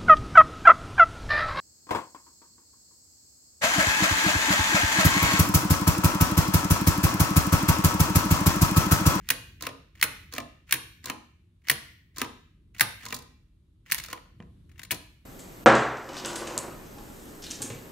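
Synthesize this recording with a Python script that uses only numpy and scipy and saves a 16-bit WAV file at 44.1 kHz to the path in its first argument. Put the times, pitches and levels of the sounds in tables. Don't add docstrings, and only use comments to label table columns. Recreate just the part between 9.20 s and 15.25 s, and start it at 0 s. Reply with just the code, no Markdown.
import sys
import numpy as np
from scipy import signal
from scipy.fft import rfft, irfft, next_fast_len
from scipy.io import wavfile
from scipy.ndimage import uniform_filter1d, map_coordinates

SR = 44100
rng = np.random.default_rng(int(sys.argv[2]) if len(sys.argv) > 2 else 0)


def output_pcm(signal):
    pcm = np.clip(np.atleast_2d(signal).T, -1, 1) * 32767
    wavfile.write(sys.argv[1], SR, np.round(pcm).astype(np.int16))


N = 266893

# pitch in Hz, width in Hz, strength in dB within its group.
CLACK = [(866, 140, -14), (1160, 83, -9), (1327, 110, -16.5), (1941, 484, 9), (1940, 79, -11),
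         (2182, 120, -5.5), (3080, 740, 0)]
RING = [(3370, 330, -4), (4297, 710, 2.5), (5640, 1100, 0), (6936, 880, 1.5)]
SIZZLE = [(8596, 910, -5), (10475, 1300, 0.5), (11210, 950, 1.5), (13700, 1900, -4), (14220, 380, -4),
          (16500, 2000, 2.5)]
KNOCK = [(258.8, 60, 2), (486, 42, 0), (650, 130, -7.5), (842, 60, -8.5), (846, 8.8, -2.5), (977, 28, 3),
         (1055, 35, 4), (1226, 35, 3.5), (1218, 51, 7), (1685, 420, -11), (2200, 590, -10.5),
         (2350, 48, -1.5), (2523, 25, -2.5), (2650, 240, -9.5)]
THUMP = [(85.53, 7.8, -7), (110.8, 26, -1), (142, 82, -5), (238, 16, -7.5), (320.4, 14, 2)]

# frequency in Hz, time to fall by 60 dB in seconds, strength in dB.
ROOM = [(149, .5, -1), (491.8, 0.41, 0), (1080, 0.39, -2.5), (1608, 0.59, -12), (2190, 0.65, -14.5),
        (2440, 0.67, -12.5), (3800, 0.54, -8.5), (7950, 0.49, -15.5), (10450, 0.33, -10),
        (17100, 0.94, -37.5)]
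# frequency in Hz, likeness (1 = identical).
NEAR_LIKENESS = [(100, .97), (300, .75), (2000, .85), (3500, .6), (6000, 0), (16000, 0)]
# frequency in Hz, likeness (1 = identical).
FAR_LIKENESS = [(60, 1), (240, 0.92), (950, 0.19), (3770, 0.1), (15000, 0.34)]
# frequency in Hz, left over right in dB, lead of the left in radians.
PORTS = [(300, 0, 0), (800, 0, -.3), (2000, 2, .6), (3500, 0, .5), (5000, -4, 0), (8300, 5, 0),
         (12000, 0, 0), (16000, -3, 0)]
# time in seconds, left over right in dB.
SIDE = [(0, -1.5), (5.1, -.5), (5.2, -1), (5.55, 4), (6.05, 4)]

# time in seconds, level in dB.
RUMBLE_LEVEL = [(0, -51.5), (.9, -58.5), (1.6, -55.5), (2.3, -58.5), (3.6, -58), (4.8, -57.5), (5.3, -51.5),
                (6.05, -57)]
# time in seconds, level in dB.
HISS_LEVEL = [(0, -83), (5.15, -83), (5.2, -76), (6.05, -78)]
# frequency in Hz, relative strength in dB per Hz.
RUMBLE_COLOUR = [(13, -49.5), (33, -28), (38, -10.5), (81, -7.5), (130, -16.5), (173, -16), (237, -26.5),
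                 (345, -26), (432, -39), (709, -60.5), (800, -62.5), (1040, -100), (1760, -120)]
# frequency in Hz, relative strength in dB per Hz.
HISS_COLOUR = [(350, -27.5), (600, -2), (760, -15.5), (803, -9), (1100, -6), (1870, -12), (3260, -9),
               (3740, -7.5), (5220, -18), (11700, -16.5), (16500, -49.5)]

# start in seconds, end in seconds, end level in dB.
RUBS = [(.005, 0.12, -50), (.395, 0.405, -50), (.41, 0.473, -42), (.742, 0.823, -53.5), (1.108, 1.128, -52),
        (1.125, 1.18, -47.5), (1.462, 1.527, -50), (1.824, 1.846, -56.5), (1.843, 1.904, -46.5),
        (2.43, 2.5, -56), (2.938, 2.972, -60), (2.968, 3.02, -44.5), (3.535, 3.599, -53.5),
        (3.799, 3.861, -46), (3.865, 3.924, -46.5), (4.65, 4.729, -49.5), (4.87, 4.931, -50),
        (5.521, 5.592, -67), (5.695, 5.733, -47.5)]
RUB_GROWS_DB_PER_S, RUB_START_S = 193, 0.012

# start in seconds, clack level in dB, extra ring and sizzle in dB.
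TAKE_UPS = [(.0067, -63, -3.5), (.047, -64, -8), (.0644, -66, 8), (.7515, -56, 3.5), (.776, -62, -5.5),
            (.795, -53.5, 6.5), (1.4703, -71, -7.5), (1.4915, -46.5, 3), (2.417, -72.5, 3.5),
            (2.449, -58, -1.5), (2.469, -43, 3), (3.5457, -50.5, 4), (3.5624, -51.5, 1),
            (3.5811, -55, 19.5), (4.6604, -54.5, 0), (4.6775, -69, 5.5), (4.6979, -41.5, 5.5),
            (5.4918, -63.5, 6), (5.514, -62, 6.5), (5.5565, -63.5, -6), (5.5779, -58, 9)]
TRIPS = [(.088, -28.5, 0.5), (.8128, -29, 1), (1.5095, -29.5, 0.5), (2.4842, -26.5, -1.5),
         (3.5955, -24.5, -3.5), (4.7128, -30.5, 3)]
STRIKES = [(.102, -17.5, 3, 2.1), (.8253, -14, -1, 2.3), (1.5236, -15.5, 3, 1.3), (2.4969, -13.5, 0, 1.9),
           (3.6077, -11, 0.5, 1.21), (4.7195, -17.5, 2.5, 1), (4.7454, -24.5, 5.5, 0.49),
           (5.708, -21.5, -4.5, 0.79)]
# start in seconds, clack level in dB, extra ring and sizzle in dB.
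REBOUNDS = [(.108, -36, -8), (.1182, -40.5, -1), (.837, -31, 1.5), (.84, -38, -2), (1.5385, -34, 1),
            (2.511, -30, 0), (3.613, -26.5, 0), (3.6235, -36.5, -3), (4.724, -47.5, 16.5), (5.7115, -36, 8),
            (5.7171, -32, -2.5), (5.7245, -39.5, -2.5), (5.73, -47, -8)]
CLICKS = [(.4071, -45, 0.5), (.4345, -40.5, -3.5), (.45, -42.5, -3), (.4884, -43, -6), (1.1233, -47.5, 3.5),
          (1.149, -47.5, 3.5), (1.1616, -41, -2.5), (1.2, -40, -4), (1.8402, -45, 0), (1.8695, -43, -4),
          (1.881, -43, -4.5), (2.96, -56.5, 7.5), (2.9675, -45, -0.5), (2.9925, -51, 9), (3.001, -43, -0.5),
          (3.0432, -41.5, -5), (3.8332, -49, -5), (3.861, -38.5, -1.5), (3.8834, -53.5, 11),
          (3.9034, -45.5, 1), (4.8835, -46.5, -1), (4.9, -48, 2), (4.9101, -49.5, 1), (4.9738, -49.5, -14)]
SNAPS = [(.4228, -41, 0, 1.02), (1.1358, -43, -2.5, 1.7), (1.8565, -42.5, 1, 1.27),
         (2.9825, -40.5, -0.5, 1), (3.8526, -50.5, 2.5, 1.3), (3.9414, -50, 6, 3.3), (3.9617, -54.5, 2, 3),
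         (3.9865, -62, 4.5, 2.4), (4.021, -61, -2, 1.9), (5.7426, -62, 11.5, 2.2)]
# start in seconds, clack level in dB, extra ring and sizzle in dB.
LANDINGS = [(.4665, -27.5, -0.7), (1.1803, -27, -2), (1.8977, -26.5, -0.75), (3.0149, -24, 0.96),
            (3.9241, -29.5, 0.086), (4.9282, -31, 0.57)]
RATTLES = [(4.7797, -38, 2.5), (4.7838, -40.5, 4.5), (4.7971, -38, -2), (4.8308, -54, 3), (4.836, -43, 4),
           (4.8451, -42.5, -3), (4.8589, -50, 5), (5.5922, -41, -5), (5.6155, -50, -5), (5.6312, -44, 2.5),
           (5.6482, -49, 0)]
BUMPS = [(5.202, -48, -7.5), (5.2239, -54, 1.5)]
# its table, then ring, sizzle, knock and thump in dB counted from the clack,
# then contact time in milliseconds (None where every contact has its own).
KINDS = [(TAKE_UPS, -12.5, -12.5, -13.5, -13, 2.8), (TRIPS, -.3, .4, -32.5, -28, 1),
         (STRIKES, -7, 1.9, -25.5, -26, None), (REBOUNDS, 0.21, 6.8, -3.5, -7, 2.2),
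         (CLICKS, 1.1, -2.5, -.4, -6, 2.1), (SNAPS, 10, 11, 5, -5, None),
         (LANDINGS, -5, -2, -1.8, -17.5, 1.566), (RATTLES, -0.34, .3, -16, -11, 2.18),
         (BUMPS, -10, -34, -1.3, -1.5, 0.88)]

# start in seconds, level in dB, pitch in Hz,
# damping in Hz (twice the width of the resonance).
THUD = (5.2022, -32, 150, 110)
TOP_HZ = 15800


def amp(db):
    return 10 ** (np.asarray(db) / 20)


def unit(x):
    return x / np.sqrt(np.mean(x ** 2) + 1e-20)


def along(hz_points, values, hz):
    return np.interp(np.log(hz + 1), np.log(np.add(hz_points, 1)), values)


def curve(rows):
    return np.interp(np.arange(N) / SR, *np.transpose(rows))


def filtered(x, response):
    size = next_fast_len(x.shape[-1] + 4096)
    hz = np.fft.rfftfreq(size, 1 / SR)
    return irfft(rfft(x, size) * response(hz), size)[..., :x.shape[-1]]


def resonances(modes, hz):
    above = 1j * hz / (1.3 * modes[-1][0])
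    below = 1j * hz / (.7 * modes[0][0])
    edges = below ** 2 / (1 + below + below ** 2) / (1 + above + above ** 2)
    total = 0
    for k, (centre, width, db) in enumerate(modes):
        swing = 1j * hz * width / (centre * centre - hz * hz + 1j * hz * width)
        total = total + (-1) ** k * amp(db) * swing
    return edges * total


def stereo_noise(likeness, size):
    def mix(hz):
        alike = along(*np.transpose(likeness), hz)
        turn = np.arccos(np.clip(alike, -1, 1)) / 2
        return np.array([np.cos(turn), np.sin(turn)])

    mid, side = filtered(rng.standard_normal((2, size)), mix)
    return np.array([mid + side, mid - side])


def coloured_noise(colour):
    noise = stereo_noise(FAR_LIKENESS, size=N)
    return unit(filtered(noise, lambda hz: amp(along(*np.transpose(colour), hz))))


def background(wavers_per_s=6, waver_db=2.5):
    steps = np.arange(N) * wavers_per_s / SR
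    waver = map_coordinates(rng.standard_normal(int(N * wavers_per_s / SR) + 4), [steps])
    rumble = amp(curve(RUMBLE_LEVEL) + waver_db * waver) * coloured_noise(RUMBLE_COLOUR)
    hiss = amp(curve(HISS_LEVEL)) * coloured_noise(HISS_COLOUR)
    return rumble + hiss


def linkage(bright_db=-4, grit_db=4):
    t = np.arange(N) / SR
    level = 0
    for start, end, db in RUBS:
        growth = amp(db - RUB_GROWS_DB_PER_S * abs(end - t))
        soft_start = np.clip((t - start) / RUB_START_S, 0, 1) ** 2
        level = level + growth * soft_start * (t < end)
    grit = amp(grit_db * unit(uniform_filter1d(rng.standard_normal(N), size=90)))

    def colour(hz):
        bright = resonances(RING, hz) + amp(-4.5) * resonances(SIZZLE, hz)
        return resonances(CLACK, hz) + amp(bright_db) * bright

    rubbing = stereo_noise(NEAR_LIKENESS, size=N) * grit
    return level * unit(filtered(rubbing, colour))


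def contacts(chatter_db=-18, chatter_s=0.12, grit_db=5):
    out = np.zeros((2, N + SR))
    t = np.arange(8192) / SR
    hz = np.fft.rfftfreq(len(t), 1 / SR)
    metal = np.array([resonances(modes, hz) for modes in (CLACK, RING, SIZZLE, KNOCK)])
    fade = np.minimum(1, 4 * (1 - t / t[-1]))
    start = slice(SR // 40)
    for rows, ring_db, sizzle_db, knock_db, thump_db, kind_ms in KINDS:
        for s, db, bright_db, *own_ms in rows:
            contact_ms = max(*(own_ms or [kind_ms]), .2)
            u = t / (contact_ms / 1000)
            blow = u * np.exp(1 - u) * (1 - np.exp(-u ** 2 * 8.3))
            uneven = amp(grit_db * unit(uniform_filter1d(rng.standard_normal(len(t)), size=60)))
            chatter = amp(chatter_db - 60 * t / chatter_s) * uneven * (1 - np.exp(-u))
            push = blow + chatter
            impacts = rfft(stereo_noise(NEAR_LIKENESS, size=len(t)) * push) * metal[:, None]
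            desk = resonances(THUMP + rng.standard_normal((len(THUMP), 1)) * [0, 0, 2], hz)
            shove = -rfft(push) * desk * np.ones((1, 2, 1))
            rung = irfft(np.concatenate([impacts, shove]), len(t))
            rung_strength = np.linalg.norm(rung[..., start], axis=-1, keepdims=True)
            rung = rung * np.linalg.norm(push[start]) / rung_strength
            group_db = np.array([0, ring_db + bright_db, sizzle_db + bright_db, knock_db, thump_db])
            contact = np.tensordot(amp(db + group_db), rung, axes=1)
            out[:, round(s * SR):][:, :len(t)] += contact * fade
    return out[:, :N]


def room(x):
    hz_points, t60, db = np.transpose(ROOM)
    out = np.zeros((2, N + 2 * SR))
    step = SR // 3
    for start in range(0, N, step):
        hz, t, tail = signal.stft(stereo_noise(FAR_LIKENESS, size=2 * step), SR, nperseg=256)
        decay_s = along(hz_points, t60, hz)[:, None]
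        tail = tail * amp(along(hz_points, db, hz)[:, None] - 60 * t / decay_s)
        tail = tail / np.sqrt(decay_s * SR / np.log(10 ** 6))
        echo = signal.istft(tail, SR, nperseg=256)[1]
        wet = signal.fftconvolve(x[:, start:start + step], echo, axes=1)
        out[:, start + 200:][:, :wet.shape[1]] += wet
    return out[:, :N]


def ports(x):
    hz_points, db, lead = np.transpose(PORTS)

    def half(hz):
        level = amp(along(hz_points, db, hz) / 2)
        return level * np.exp(.5j * along(hz_points, lead, hz))

    return filtered(x, lambda hz: np.array([half(hz), 1 / half(hz)]))


def thud():
    s, db, hz, damping = THUD
    t = np.maximum(np.arange(N) / SR - s, 0)
    swing = np.cos(2 * np.pi * hz * t) * np.exp(-np.pi * damping / 2 * t)
    soft_start = 1 - np.exp(-t / 0.00023)
    return -amp(db) * swing * soft_start


def scene():
    behind = background()
    machine = linkage() + contacts() + thud()
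    balance = amp(curve(SIDE) * [[.5], [-.5]])
    return behind + ports(machine) * balance + room(machine)


def record(dry):
    soft = dry / (1 + abs(dry / .87) ** 4) ** (1 / 4)
    return filtered(soft, lambda hz: np.clip((TOP_HZ + 200 - hz) / 400, 0, 1) ** 2)


dry = scene()
out = record(dry)
output_pcm(out)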